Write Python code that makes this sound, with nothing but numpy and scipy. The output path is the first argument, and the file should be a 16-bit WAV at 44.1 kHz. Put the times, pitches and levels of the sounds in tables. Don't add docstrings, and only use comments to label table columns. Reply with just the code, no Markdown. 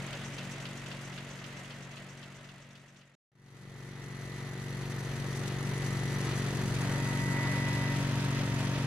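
import sys
import numpy as np
from scipy import signal
from scipy.fft import rfft, irfft, next_fast_len
from scipy.io import wavfile
from scipy.ndimage import map_coordinates

SR = 44100
rng = np.random.default_rng(int(sys.argv[2]) if len(sys.argv) > 2 else 0)


def field_ratio(decibels):
    return 10 ** (np.asarray(decibels, dtype=float) / 20)


def dump(signal):
    limited = np.clip(np.atleast_2d(signal).T, -1, 1)
    pcm = np.round(limited * 32767).astype(np.int16)
    wavfile.write(sys.argv[1], SR, pcm)


N = 390726
GAP_START_S, GAP_END_S = 3.152, 3.3185
BELT_RATIO = .8188
AUGER_TURN_S = .2629
TICK_SAMPLES = 500
THIN = 8

# [t/s, place: 0 front, 1 pulley, 2 behind the housing]
PATH = [
    (0, 0),
    (3.2, 0),
    (3.3, 1),
    (6.2, 1),
    (7.2, 1.95),
    (8.86, 2.177),
]
# [t/s, f/Hz]
CRANK_SPEED = [(0.2, 46.48), (0.6, 46.43), (1.2, 46.55), (2.2, 46.45), (3.0, 46.62), (3.45, 46.61),
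               (4.35, 46.68), (4.95, 46.42), (5.3, 46.56), (5.7, 46.9), (6.45, 46.48), (6.8, 46.42),
               (7.35, 46.8), (7.7, 46.96), (8.0, 46.88), (8.55, 46.31)]
# [multiple of crank turns, level/dB front, level/dB pulley, level/dB behind]
EXHAUST_ORDERS = [(1, -21, -19, -21), (2, -17, -16, -17), (3, 0, 0, 0), (4, -7, -8, -7), (5, -16, -13, -11),
                  (6, -14, -16, -9), (7, -25, -18, -20), (8, -19, -13, -17), (9, -19, -18, -20),
                  (10, -23, -18, -23), (11, -22, -26, -24), (12, -26, -28, -29)]
# [f/Hz, width f/Hz, level/dB]
SILENCER_MODES = [(135, 60, 0), (300, 90, -8), (480, 140, 0)]
# [f/Hz, density level/dB per Hz]
RUMBLE_SPECTRUM = [(25, -24), (42, -10), (60, -9), (100, -5), (160, -1.5), (215, -5.5), (320, -7.5),
                   (450, -16.5), (600, -40.5)]
# [multiple of shaft turns, level/dB front, level/dB pulley, level/dB behind]
SHAFT_ORDERS = [(1, -12, -17, -19), (2, -18, -17, -17), (3, 0, 0, 0), (5, -5, -16, -16), (6, -1, -15, -14),
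                (9, -8, -14, -19), (12, -21, -24, -26), (15, -16, -32, -30)]
# [multiple of crank turns, level/dB front, level/dB pulley, level/dB behind, share of the swell]
PUMP_ORDERS = [(20, -21, -24.5, -14, .2), (38, -29, -16.5, -22, .5), (40, -30, -23, -30, .4),
               (42, -13.5, -12.5, -12.5, 1), (46, -22, -18.5, -24, 1)]
# [t/s, level/dB]
PUMP_SWELL = [
    (3.2, -1),
    (4.35, 2.5),
    (4.95, -3),
    (5.5, -2.5),
    (5.9, 1),
    (6.7, -5.5),
    (7.4, 9.5),
    (7.92, 5.5),
    (8.08, -9.5),
]
# [f/Hz, density level/dB per Hz]
ROAR_SPECTRA = [
    [(180, -26), (300, -6.5), (459, -7.5), (607, -3), (833, -9.5), (912, -8.5), (998, -9), (1980, -6),
     (2270, -8), (2600, -18.5), (3380, -41), (5720, -120)],
    [(180, -42), (300, -7.5), (356, -5), (467, -9.5), (511, -8.5), (727, -8), (937, -11), (1210, -9.5),
     (1910, -11.5), (2600, -25.5), (3380, -43), (5720, -120)],
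    [(180, -33), (300, -8.5), (322, -7), (404, -15), (591, -4.5), (768, -10.5), (928, -9), (1160, -10),
     (1960, -9.5), (2600, -25.5), (3380, -51), (5720, -120)],
]
# [f/Hz, density level/dB per Hz]
RATTLE_SPECTRA = [
    [(1350, -37), (2300, -6), (2540, 1.5), (3190, -0.5), (5200, -10), (6760, -38.5), (11400, -120)],
    [(1350, -23), (2300, 1), (3650, -1), (4300, -2), (5200, -11), (6760, -34), (11400, -120)],
    [(1350, -42), (2300, 0), (2570, 3), (2770, -1), (3350, -0.5), (4760, -6), (5200, -6), (6760, -12),
     (11400, -120)],
]
# [f/Hz, density level/dB per Hz]
HISS_SPECTRA = [
    [(2820, -37), (4800, -5.5), (5270, -6), (6140, -1.5), (7970, -5.5), (8670, -8), (9520, -9.5),
     (12500, -16.5), (14400, -28), (15600, -31)],
    [(2820, -27), (4800, -0.5), (5320, -5), (5790, 1.5), (6020, 0.5), (8170, -6), (10500, -5.5),
     (11600, -11.5), (13300, -14), (14500, -24), (15600, -34)],
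    [(2820, -31), (4800, 0.5), (5320, -10.5), (6170, -0.5), (9470, -4.5), (10500, -6.5), (14500, -20.5),
     (15600, -47)],
]
# [f/Hz, width f/Hz, level/dB]
BRACKET_MODES = [(985, 30, -3), (1297, 50, -1), (1600, 50, -5), (1860, 30, 1), (2025, 70, -1),
                 (2630, 60, -5)]
# [f/Hz, level/dB front, level/dB beside the engine]
VALVE_MODES = [(3090, -7, -3.5), (4310, -9, -3.5), (5890, 0, 0), (6340, -5, -3.5), (6800, 3.5, -11),
               (7110, -6, -3.5), (7800, -2, -9), (8700, -9.5, -5.5), (9580, -1.5, -8), (10400, -13, -6),
               (11210, -10, -9), (12200, -14, -9)]
# [first t/s, knock level/dB, scrape level/dB over the exhaust, scatter level/dB]
AUGER_CONTACTS = [
    (.0705, 2, -4, 2),
    (.1225, 9.5, -14, .5),
    (.16, -8, -9, 3),
    (.2435, -2, 1.5, 1),
    (2.9614, 4, 3, 0),
]
# [f/Hz, width f/Hz, level/dB]
HOUSING_MODES = [(2700, 720, 2), (3260, 1120, -2.5), (4330, 1400, -7), (1500, 620, 2)]
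# [f/Hz, width f/Hz, level/dB]
BLADE_MODES = [(5975, 960, 4), (6540, 550, -5.5), (7370, 800, -3)]
# [place, roar level/dB, rattle level/dB, hiss level/dB, impeller level/dB]
LAYER_LEVELS = [(0, -4.5, -9.3, -14.5, -8.5), (1, -10.3, -15.2, -17.3, -4.5),
                (1.3, -13.5, -18, -19.3, -4.5), (1.95, -11.5, -17, -18.7, -3.5),
                (2.02, -9.2, -12.4, -19.5, -3)]
# [f/Hz, correlation]
CORRELATION = [(25, 1), (100, 0.92), (300, .9), (700, 0.86), (1400, 0.86), (3000, .35), (7000, 0.41),
               (15000, .15)]
# [f/Hz, level/dB]
BALANCE = [(60, 3), (150, 5), (380, 0), (950, 3.5), (2380, 0), (5980, 2), (15000, -1)]
# [left lag in samples, left-right level/dB]
PORT_SKEW = [(-.3, -1.2), (1.5, 0.6), (3, -0.8)]
# [silent at t/s, length t/s, full level/dB, curve power]
FADE_OUT_CURVE = (3.28, 3.28, -42.7, .85)
FADE_IN_CURVE = (3.32, 3.3, -33, .87)


def unit(x):
    return x / np.sqrt(np.mean(x ** 2) + 1e-20)


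def along(points, hz):
    f, value = np.transpose(points)
    return np.interp(np.log(hz + 1), np.log(f + 1), value)


def over_time(points):
    return np.interp(np.arange(N) / SR, *np.transpose(points))


def place():
    return over_time(PATH)


def by_place(layers):
    at = place()
    return sum(np.sqrt(np.clip(1 - abs(at - k), 0, 1)) * x for k, x in enumerate(layers))


def layer_levels_db():
    at, *layers = np.transpose(LAYER_LEVELS)
    return [np.interp(place(), at, db) for db in layers]


def wobble(rate_hz, size=1):
    step = np.arange(0, N + 64, 32)
    knots = rng.standard_normal(int(N * rate_hz / SR) + 4)
    curve = map_coordinates(knots, [step * rate_hz / SR])
    return np.interp(np.arange(0, N, size), step, curve)


def turns(hz):
    return 2 * np.pi * np.cumsum(hz) / SR


def filtered(x, response):
    m = next_fast_len(N + 8192)
    return irfft(rfft(x, m) * response(np.fft.rfftfreq(m, 1 / SR)), m)[..., :N]


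def modes(table):
    return lambda f: sum(field_ratio(db) * 1j * f * w / (c * c - f * f + 1j * f * w) for c, w, db in table)


def rush(spectra, gate):
    m = next_fast_len(N + 8192)
    hz = np.fft.rfftfreq(m, 1 / SR)
    angle = np.arccos(np.clip(along(CORRELATION, hz), -1, 1)) / 2
    same, other = rfft(gate * rng.standard_normal((2, N)), m) * [np.cos(angle), np.sin(angle)]
    lean = field_ratio(along(BALANCE, hz) / 2)
    left, right = (same + other) * lean, (same - other) / lean
    heard = []
    for spectrum, (lag, db) in zip(spectra, PORT_SKEW):
        colour = field_ratio(along(spectrum, hz))
        skew = field_ratio(db / 2) * np.exp(-1j * np.pi * hz * lag / SR)
        ports = np.array([left * colour * skew, right * colour / skew])
        heard.append(unit(irfft(ports, m)[:, :N]))
    return by_place(heard)


def stack(angle, orders, flutter_db):
    mean_hz = angle[-1] / (2 * np.pi) * SR / N
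    coarse, at = angle[::THIN], place()[::THIN]
    tones = 0
    for k, *db in orders:
        level_db = np.interp(at, np.arange(len(db)), db) + flutter_db * wobble(7, size=THIN)
        lag = np.angle(modes(SILENCER_MODES)(k * mean_hz)) - 1
        sway = .025 * k * wobble(9, size=THIN)
        tones = tones + np.sqrt(2) * field_ratio(level_db) * np.cos(k * coarse + lag + sway)
    return signal.resample_poly(tones, THIN, 1)[:N]


def exhaust(crank):
    rumble = field_ratio(-12.5) * rush([RUMBLE_SPECTRUM] * 3, field_ratio(1.5 * wobble(13)))
    return field_ratio(-1.54) * stack(crank, EXHAUST_ORDERS, flutter_db=0.5) + rumble


def impeller(shaft):
    impeller_db = layer_levels_db()[-1]
    return field_ratio(impeller_db - 1.4) * stack(shaft, SHAFT_ORDERS, flutter_db=0.67)


def pump(crank):
    swell_db = over_time(PUMP_SWELL)
    at = place()
    skew = np.array([[.5], [-.5]])
    whine = 0
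    for k, *db, share in PUMP_ORDERS:
        level_db = np.interp(at, [0, 1, 2], db) + share * swell_db + 0.44 * wobble(25)
        line = field_ratio(-2.5 * skew) * np.cos(k * crank + .03 * k * skew + 0.27 * wobble(20))
        whine = whine + field_ratio(level_db) * line
    return whine


def closing(crank, second_db):
    def seat(late):
        return np.exp(-np.mod(crank - late, 2 * np.pi) / .5) * field_ratio(5.3 * wobble(65))
    return seat(0) + field_ratio(second_db) * seat(2.5)


def valves(crank):
    hz, front_db, side_db = np.transpose(VALVE_MODES)
    t, out = np.arange(TICK_SAMPLES) / SR, np.zeros((2, N + TICK_SAMPLES))
    shape = field_ratio(-60 * t / 0.021) * (1 - np.exp(-t / .0012))
    drift = np.array([wobble(1.43) for _ in hz])
    # lag in radians, level/dB in front, level/dB beside the engine
    for late, front_cut_db, side_cut_db in [(0, 0.5, 0), (2.3, -10, -3.5)]:
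        for i in np.flatnonzero(np.diff(np.floor((crank - late) / (2 * np.pi)))):
            in_front = i < GAP_START_S * SR
            level_db = front_db + front_cut_db if in_front else side_db + side_cut_db
            size, detune, *phase = rng.standard_normal((4, len(hz), 1))
            ring_hz = hz[:, None] * (1 + .01 * detune)
            ring = np.sin(2 * np.pi * ring_hz * t + 1.86 * np.array(phase))
            gain = field_ratio((level_db + 1.2 * drift[:, i])[:, None] + 4 * size)
            out[:, i:i + TICK_SAMPLES] += (gain * ring).sum(axis=1) * shape
    return unit(out[:, :N])


def works(crank, shaft):
    roar_db, rattle_db, hiss_db = layer_levels_db()[:-1]
    beat = np.cos(crank - 1) + .5 * np.cos(shaft)
    shared = .6 * wobble(10) + 0.87 * wobble(40)
    seats = by_place([closing(crank, second_db=db) for db in (-15, -3, 0)])
    roar = rush(ROAR_SPECTRA, field_ratio(0.6 * beat + 0.92 * shared + 0.41 * np.cos(4 * crank)))
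    rattle = rush(RATTLE_SPECTRA, field_ratio(1.2 * beat + 0.44 * shared + 0.86 * wobble(25)) + .15 * seats)
    hiss = rush(HISS_SPECTRA, field_ratio(1.2 * beat + 0.47 * shared + 2.3 * wobble(60)) + 0.85 * seats)
    shaking = rng.standard_normal((2, N)) * field_ratio(2.5 * wobble(5))
    buzz = unit(filtered(shaking, lambda f: modes(BRACKET_MODES)(f) ** 2))
    low = field_ratio(roar_db + 0.61) * (roar + field_ratio(-8.5) * buzz)
    high = field_ratio(0.5) * hiss + field_ratio(-4) * valves(crank)
    return low + field_ratio(rattle_db + 1.2) * rattle + field_ratio(hiss_db) * high


def bursts(events, attack_s, t60_s, body):
    t, out = np.arange(SR // 8) / SR, np.zeros((2, N + SR))
    for s, db in events:
        grit = rng.standard_normal((2, len(t))) + 0.72 * rng.standard_normal(len(t))
        envelope = field_ratio(db - 60 * t / t60_s) * (1 - np.exp(-t / attack_s))
        out[:, round(s * SR):][:, :len(t)] += envelope * grit
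    return filtered(out[:, :N], lambda f: modes(body)(f) ** 2)


def auger():
    laps = np.arange(int(GAP_START_S / AUGER_TURN_S) + 1) * AUGER_TURN_S
    luck = rng.standard_normal((len(AUGER_CONTACTS), len(laps), 3))
    knocks, scrapes = [], []
    for (first_s, knock_db, scrape_db, scatter_db), draws in zip(AUGER_CONTACTS, luck):
        for lap_s, z in zip(laps, draws):
            if first_s + lap_s < GAP_START_S:
                s = first_s + lap_s + .003 * z[0]
                knocks.append((s, knock_db + scatter_db * z[1]))
                scrapes.append((s, scrape_db + scatter_db * z[2]))
    knock = bursts(knocks, attack_s=0.0017, t60_s=.11, body=HOUSING_MODES)
    scrape = bursts(scrapes, attack_s=0.0089, t60_s=0.15, body=BLADE_MODES)
    return field_ratio(-4.5) * knock + field_ratio(-0.5) * scrape


def fader():
    rate_hz = 29.97
    step = np.floor((np.arange(N) / SR - GAP_END_S) * rate_hz)
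    t = GAP_END_S + (step + .5) / rate_hz

    def ramp(silent_s, length_s, full_db, power):
        return field_ratio(full_db) * np.clip(abs(t - silent_s) / length_s, 0, 1) ** power
    return np.where(t < GAP_END_S, ramp(*FADE_OUT_CURVE), ramp(*FADE_IN_CURVE))


def scene():
    t = np.arange(N) / SR
    crank = turns(over_time(CRANK_SPEED))
    shaft = BELT_RATIO * crank
    low = (exhaust(crank) + impeller(shaft)) * field_ratio([[.8], [-.8]])
    machine = low + pump(crank) + works(crank, shaft)
    rounded = machine / (1 + abs(machine / 4.4) ** 5) ** (1 / 5)
    sounding = (t < GAP_START_S) | (t > GAP_END_S)
    return fader() * (rounded + auger()) * sounding


def top_cut(x):
    return signal.sosfilt(signal.butter(12, 15720, fs=SR, output="sos"), x)


def record(dry):
    mix = filtered(dry, lambda hz: hz < 15700)
    return top_cut(mix)


dry = scene()
out = record(dry)
dump(out)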